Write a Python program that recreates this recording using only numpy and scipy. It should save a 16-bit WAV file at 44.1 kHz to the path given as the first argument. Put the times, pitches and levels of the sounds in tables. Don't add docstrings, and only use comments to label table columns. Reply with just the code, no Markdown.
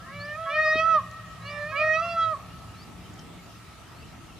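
import sys
import numpy as np
from scipy import signal
from scipy.fft import rfft, irfft, next_fast_len
from scipy.io import wavfile
from scipy.ndimage import uniform_filter1d, map_coordinates

SR = 44100
rng = np.random.default_rng(int(sys.argv[2]) if len(sys.argv) > 2 else 0)


def pcm_store(signal):
    levels = np.round(np.clip(np.atleast_2d(signal), -1, 1) * 32767)
    wavfile.write(sys.argv[1], SR, levels.astype(np.int16).T)


N = 193775


def amp(db):
    return 10 ** (np.asarray(db) / 20)


def unit(x):
    return x / np.sqrt(np.mean(x ** 2) + 1e-20)


def along(points, hz):
    point_hz, value = np.transpose(points)
    return np.interp(np.log(hz + 1), np.log(point_hz + 1), value)


def curves(rows):
    time_s, *columns = np.transpose(rows)
    return [np.interp(np.arange(N) / SR, time_s, column) for column in columns]


def wobble(rate):
    knots = rng.standard_normal(int(N * rate / SR) + 4)
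    return map_coordinates(knots, [np.arange(N) * rate / SR])


def filtered(x, response):
    size = next_fast_len(N + SR // 2)
    spectrum = rfft(x, size) * response(np.fft.rfftfreq(size, 1 / SR))
    return irfft(spectrum, size)[..., :N]


def rush(gain, patchy_db):
    # hz, correlation (0-1)
    likeness = [(60, 0.83), (180, 0.65), (540, 0.58), (1640, 0.63), (4940, 0.14), (14900, 0.062)]
    z = signal.stft(rng.standard_normal((2, N)), nperseg=512)[2]
    patches = uniform_filter1d(rng.standard_normal(z.shape[1:]), 6, 0)
    patches = unit(uniform_filter1d(patches, 14, 1))
    pair = signal.istft(z * amp(patchy_db * patches), nperseg=512)[1][:, :N]

    def mid_side_gain(hz):
        angle = np.arccos(np.clip(along(likeness, hz), -1, 1)) / 2
        return gain(hz) * [np.cos(angle), np.sin(angle)]

    mid, side = filtered(pair, mid_side_gain)
    return unit(np.array([mid + side, mid - side]))


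def bell(hz, centre_hz, width_hz):
    return 1 / (1 + (2 * (hz - centre_hz) / width_hz) ** 4)


def tone(hz, gain):
    return np.sqrt(2) * gain * np.sin(2 * np.pi * np.cumsum(hz) / SR)


def air():
    # start_s, murmur_db, rumble_db
    air_levels = [(0, -55, -49.5), (.37, -63, -51.5), (.85, -56.5, -49), (1.3, -61.5, -49.5),
                  (2.15, -60, -48.5), (3.25, -52, -48), (3.7, -60, -52), (4.39, -52.5, -48)]
    # hz, density_db (per Hz)
    rumble_shape, murmur_shape, hiss_shape = [(15, -55.5), (25, -28), (45, -8), (66, -0.5), (140, -2.5),
                                              (200, -5.5), (260, -16), (400, -60.5), (900, -120)], [(90, -64), (180, -13.5), (240, 0.5),
                                                              (340, -1.5), (480, -10.5), (700, -38),
                                                              (1500, -120)], [(200, -42), (400, -9.5),
                                                                              (550, -4), (680, 1),
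                                                                              (850, -2.5), (1180, -6),
                                                                              (1580, -6.5), (2680, -8.5),
                                                                              (4680, -12.5), (6730, -15.5),
                                                                              (11000, -21), (15400, -28)]
    hiss_db = -51.5
    murmur_db, rumble_db = curves(air_levels)
    rumble = rush(lambda hz: amp(along(rumble_shape, hz)), patchy_db=1.0)
    murmur = rush(lambda hz: amp(along(murmur_shape, hz)), patchy_db=1.5)
    hiss = rush(lambda hz: amp(along(hiss_shape, hz)), patchy_db=1.85)
    out = amp(rumble_db + 1.1 * wobble(3.67)) * rumble
    out += amp(murmur_db + 0.17 * wobble(2.8)) * murmur
    return out + amp(hiss_db + 0.21 * wobble(1.27)) * hiss


def motor():
    # start_s, lower_db, upper_db
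    drone_levels = [(0, -54, -57.5), (.32, -53, -51.5), (.45, -58, -63.5), (.95, -51.5, -53.5),
                    (1.15, -53.5, -60), (1.44, -47.5, -50), (1.6, -52, -56.5), (2.05, -51.5, -54),
                    (2.14, -53, -45.5), (2.3, -51.5, -57.5), (2.75, -55, -59.5), (2.9, -66, -59),
                    (3.03, -51, -48.5), (3.15, -62, -59.5), (3.32, -65, -47.5), (3.5, -61, -62),
                    (4.39, -66, -59.5)]
    # centre_hz, waver (share of pitch), throb_db (depth)
    drones = [(110.1, 0.036, 4), (171.8, 0.0497, 1.5)]
    throb_hz, throb_peak_s = 4.785, 1.44
    throb = np.cos(2 * np.pi * throb_hz * (np.arange(N) / SR - throb_peak_s))
    out = np.zeros(N)
    for level_db, (centre_hz, waver, throb_db) in zip(curves(drone_levels), drones):
        hz = centre_hz * (1 + waver * wobble(20))
        out += tone(hz, amp(level_db + throb_db * throb + 2.5 * wobble(18)))
    return out


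def far_twitter():
    return amp(-68 + 3 * wobble(7)) * rush(lambda hz: bell(hz, 2850, 800), patchy_db=4)


def ringing_haze():
    # start_s, level_db
    haze_levels = [(0, -46.5), (.4, -59), (2.6, -72.5), (3.3, -59), (3.8, -56), (4.39, -57)]
    # centre_hz, width_hz, level_db
    resonances = [(660, 37, -8), (1190, 170, -10.5), (1308, 120, -3), (1884, 59, -9.5)]

    def bands(hz):
        return sum(amp(db) * bell(hz, centre, width) for centre, width, db in resonances)

    return amp(curves(haze_levels)[0]) * rush(bands, patchy_db=-1.0)


def songbirds():
    # time_s (negative, before its end), pitch_hz, level_db (added to each whistle's own)
    whistle_shape = [(-.125, 3800, -39), (-.1, 3950, -3), (-.08, 4100, -4), (-.06, 4350, 4),
                     (-.03, 4650, 2), (-.012, 4950, 5), (-.006, 5300, -5), (0, 5800, -7)]
    # end_s, level_db
    whistle_times = [(.268, -55), (1.525, -54), (2.152, -60), (2.849, -60), (4.04, -66)]
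    # start_s, length_s, first_hz, last_hz, level_db
    notes = [(0, 0.17, 1550, 2190, -53.5), (0, 0.21, 1750, 2250, -65), (0.118, 0.11, 2790, 2940, -72),
             (0.278, 0.052, 2800, 3100, -54.5), (0.716, 0.14, 3998, 4780, -53.5),
             (1.48, 0.13, 1010, 1043, -59), (1.487, 0.13, 1884, 1890, -51.5), (1.48, 0.1, 2790, 2773, -54),
             (1.475, 0.058, 4030, 4120, -70), (1.494, 0.094, 3650, 3680, -61),
             (2.494, 0.045, 2800, 2920, -59), (3.035, 0.039, 3076, 3163, -60),
             (3.179, 0.048, 3100, 3100, -58), (3.378, 0.041, 2190, 2194, -57),
             (3.551, 0.024, 2610, 2830, -60), (3.819, 0.062, 2800, 3110, -64),
             (4.007, 0.034, 2840, 2650, -55.5), (4.019, 0.044, 2780, 3108, -62),
             (4.291, .04, 2800, 2590, -60)]
    out, t = np.zeros(N), np.arange(N) / SR
    before, pitch_hz, shape_db = np.transpose(whistle_shape)
    for end, level_db in whistle_times:
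        contour_db = np.interp(t - end, before, shape_db, -90, -90)
        gain = amp(level_db + contour_db + 3 * wobble(55))
        out += tone(np.interp(t - end, before, pitch_hz), gain)
    for start, length, first_hz, last_hz, level_db in notes:
        progress = np.clip((t - start) / length, 0, 1)
        glide_hz = first_hz + (last_hz - first_hz) * progress
        hz = glide_hz * (1 + .012 * wobble(120))
        blur = 1.0 + 0.45 * wobble(160)
        out += tone(hz, amp(level_db) * blur * np.sin(np.pi * progress) ** 0.24)
    return out


def echo(x):
    # hz, t60_s
    decay = [(300, 0.38), (700, 3.05), (1300, 4.93), (2500, 2.5), (6000, 0.56)]
    hz, t, z = signal.stft(rng.standard_normal((2, 3 * SR)), SR, nperseg=256)
    far_tail = amp(-60 * t / along(decay, hz)[:, None])
    near_scatter = 7.24 * amp(-60 * t / 0.23)
    tree_line = 1 + 0.32 * np.exp(-((t - .31) / 0.018) ** 2)
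    mid, side = signal.istft(z * (far_tail + near_scatter) * tree_line, SR, nperseg=256)[1]
    tail = np.array([mid + 0.27 * side, mid - 0.27 * side])
    tail /= np.linalg.norm(tail[0])
    delayed = np.pad(x, (600, 0))[None]
    return signal.fftconvolve(delayed, tail, axes=1)[:, :N]


def call(rows, flutter_db, lag_s):
    # voice sets in,
    # brassy, bright, open "ay", turning, rounded "aw", muffled, hollow; columns partial_1_db to partial_6_db
    postures = [(-15, 2.5, -3.5, -14.5, -29.5, -31), (-5.5, -5.5, -3, -4, -2.5, -20.5),
                (-2.5, -3, -11.5, 1, -18.5, -25.5), (-4, -10.5, 1, -14.5, -34.5, -26.5),
                (-2.5, -4, -9, -2.5, -22, -24.5), (-22.5, -0.5, -27, -30.5, -36.5, -37),
                (-5.5, -0.5, -18.5, -28.5, -25.5, -34.5), (-0.5, -5.5, -18.5, -4, -24, -24)]
    # partial (number), level_db (against the sixth)
    upper = [(7, -2.5), (8, -5), (9, -7), (10, -16), (11, -21.5)]
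    hz, level_db, posture, boost_db, balance_db = curves(rows)
    t = np.arange(N) / SR
    first_s, last_s = rows[0][0], rows[-1][0]
    steps = np.arange(len(postures))
    levels = [level_db + np.interp(posture, steps, db) for db in np.transpose(postures)]
    excess_db = np.clip(levels[1] - levels[2], 0, 30)
    levels += [levels[-1] + db - 0.018 * (k - 6) * excess_db for k, db in upper]

    def smooth(curve):
        return uniform_filter1d(curve, size=700)

    sounding = np.clip(np.minimum(t - first_s + 0.0094, last_s + 0.01 - t) / 0.016, 0, 1)
    phase = 2 * np.pi * np.cumsum(smooth(hz) * (1 + 0.00083 * wobble(40.9))) / SR
    closing_db = np.clip((t - last_s + .045) / .045, 0, 1) * -14
    out = np.zeros((2, N))
    for k, db in enumerate(levels, 1):
        lean_db = balance_db * (1 < k < 5) + .5 * k * wobble(8.65)
        shade = np.array([.5, -.5])[:, None] * lean_db
        late = np.array([[-.5], [.5]]) * 2 * np.pi * k * hz * lag_s
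        flutter = flutter_db * np.sqrt(k) * wobble(22) + 3 * (k > 4) * wobble(35)
        colour_db = smooth(db + (k > 4) * boost_db) + (k > 3) * closing_db
        wave = np.sin(k * phase + late + rng.uniform(0, 2 * np.pi))
        out += np.sqrt(2) * amp(colour_db + shade + flutter) * wave
    return sounding * out


def far_peacock():
    # start_s, pitch_hz, level_db, posture (0-7), boost_db (fifth partial up),
    # balance_db (left against right)
    far_calls = [
        [(.06, 521.5, -56, .1, 0, 2), (.11, 547, -46.5, .3, -13, -2.5), (.15, 578, -46, 1.85, 6.5, 1.5),
         (.22, 578, -39, 2.84, 1, -1.5), (.345, 606, -37.5, 3.03, -4, -1.5), (.39, 647, -35, 6.33, -8, -6.5),
         (.45, 660, -37, 6.1, 0, -4.5), (.55, 647.6, -35.5, 5.85, -2.5, -7.5), (.63, 626, -39.5, 5.4, -3, -9.5),
         (.68, 591, -33, 5.2, -10, 0.5), (.715, 537.4, -63.5, 7.3, 0.5, -5.5)],
        [(1.39, 536, -65, 0.25, 3, -11.5), (1.45, 561, -47, .8, -3, -8), (1.49, 583, -42.5, 1.8, 9.5, -1),
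         (1.57, 588.3, -38.5, 2.69, -0.5, -9), (1.65, 592.4, -36, 2.99, 0.5, -2.5),
         (1.72, 629, -38.5, 3.93, 3, -3.5), (1.8, 660, -37.5, 6.55, 1.5, -12.5),
         (1.9, 652.6, -41.5, 6.2, 6.5, -12), (1.98, 618.4, -36.5, 5.4, -2, -12.5),
         (2.03, 591, -42, 5.3, 0, -5.5), (2.07, 532, -43, 5.9, -2, -3)],
    ]
    return sum(call(rows, flutter_db=0.24, lag_s=2.5e-5) for rows in far_calls)


def near_peacock():
    # start_s, pitch_hz, level_db, posture (0-7), boost_db (fifth partial up),
    # balance_db (left against right)
    near_calls = [
        [(.465, 553, -39.5, .05, -9, 1), (.487, 557, -35, .1, -2, -2), (.505, 571.6, -34, 0.87, 0.5, -1.5),
         (.53, 598.5, -33, 2.4, 3, -1), (.552, 612.3, -28.5, 2.25, 4.5, -1), (.6, 624, -23.5, 2.95, 0, -1),
         (.653, 623, -23.5, 2.97, 0, 1.5), (.747, 626.5, -25, 2.95, 3, 1.5), (.775, 632.5, -26.5, 3.7, 5, -1.5),
         (.805, 640.6, -24.5, 4.1, -1.5, -5.5), (.835, 649, -24, 4.75, 2.5, -6),
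         (.885, 658.5, -17.5, 5.05, -5.5, -6.5), (.92, 653, -18, 4.7, -2, -5), (.955, 629, -20.5, 6, 0.5, -4),
         (.984, 592, -21, 5.34, 1.5, 0.5), (1.003, 528, -32.5, 4.8, 0, -3)],
        [(1.722, 543, -38, .2, -6, -4.5), (1.745, 553.5, -33.5, 0.17, -8, -5.5),
         (1.765, 567.3, -31.5, 1.1, -1, -5), (1.785, 598, -35, 2.1, 5.5, -4), (1.82, 617, -25, 2.11, -2, -3),
         (1.855, 624.2, -25.5, 3.4, -1.5, -2), (1.9, 625, -25.5, 3, -3, -6.5),
         (1.945, 629.8, -26, 3.65, 1, -7.5), (1.975, 646.2, -25.5, 4.33, -3.5, -7),
         (2.003, 654.8, -23, 4.64, 4.5, -8.5), (2.035, 675.7, -31, 7.7, -1.5, 1.5),
         (2.07, 682.5, -32, 6.79, -1.5, -6), (2.12, 676.3, -34.5, 7.06, 4, -8.5),
         (2.155, 670.4, -33.5, 6.5, 5, -2.5), (2.185, 662.2, -23, 5.09, 8.5, 0),
         (2.24, 655, -22.5, 5.33, 4.5, -3), (2.298, 640.3, -28, 5.6, 0, -12.5),
         (2.332, 624, -28.5, 6.1, -2.5, -2), (2.348, 555, -30.5, 4.77, -2, -8), (2.36, 544, -41, 5, 0, 2)],
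    ]
    return sum(call(rows, flutter_db=1.18, lag_s=3e-5) for rows in near_calls)


def ticks():
    # start_s, peak_db, low_hz, high_hz, t60_s (of the puff), balance_db (left against right)
    blows = [(.7475, -33, 380, 1500, .03, 0), (.7555, -26.5, 230, 430, .03, 0),
             (1.1137, -40, 4800, 7000, .004, -8), (3.1355, -47, 6200, 8200, .004, -6),
             (3.1408, -45, 6200, 8200, .006, 0), (3.194, -37, 5100, 6300, .012, 3),
             (3.1992, -47, 5300, 6800, .005, 3)]
    out, t = np.zeros((2, N + SR)), np.arange(SR // 20) / SR
    for start, peak_db, low_hz, high_hz, t60, balance_db in blows:
        b, a = signal.butter(1, [low_hz, high_hz], "band", fs=SR)
        puff = rng.standard_normal(len(t)) * amp(-60 * t / t60) / np.sqrt(t60 * SR / 8)
        blow = (t == 0) + puff
        burst = signal.lfilter(b, a, signal.lfilter(b, a, blow))
        burst /= np.abs(burst).max()
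        gain = amp(peak_db + np.array([[.5], [-.5]]) * balance_db)
        out[:, round(start * SR):][:, :len(t)] += gain * burst
    return out[:, :N]


def scene():
    surroundings = air() + motor() + far_twitter() + ringing_haze()
    birds = songbirds()
    far, near = far_peacock(), near_peacock()
    wet = amp(-13.5) * near.mean(0) + amp(-5) * far.mean(0) + amp(-9.0) * birds
    wet = wet * (.6 + .8 * wobble(30))
    birds_stereo = birds * amp([[1.5], [-1.5]])
    return near + far + birds_stereo + ticks() + echo(wet) + surroundings


def record(dry):
    top_hz = 15450
    return filtered(dry, lambda hz: hz < top_hz)


dry = scene()
out = record(dry)
pcm_store(out)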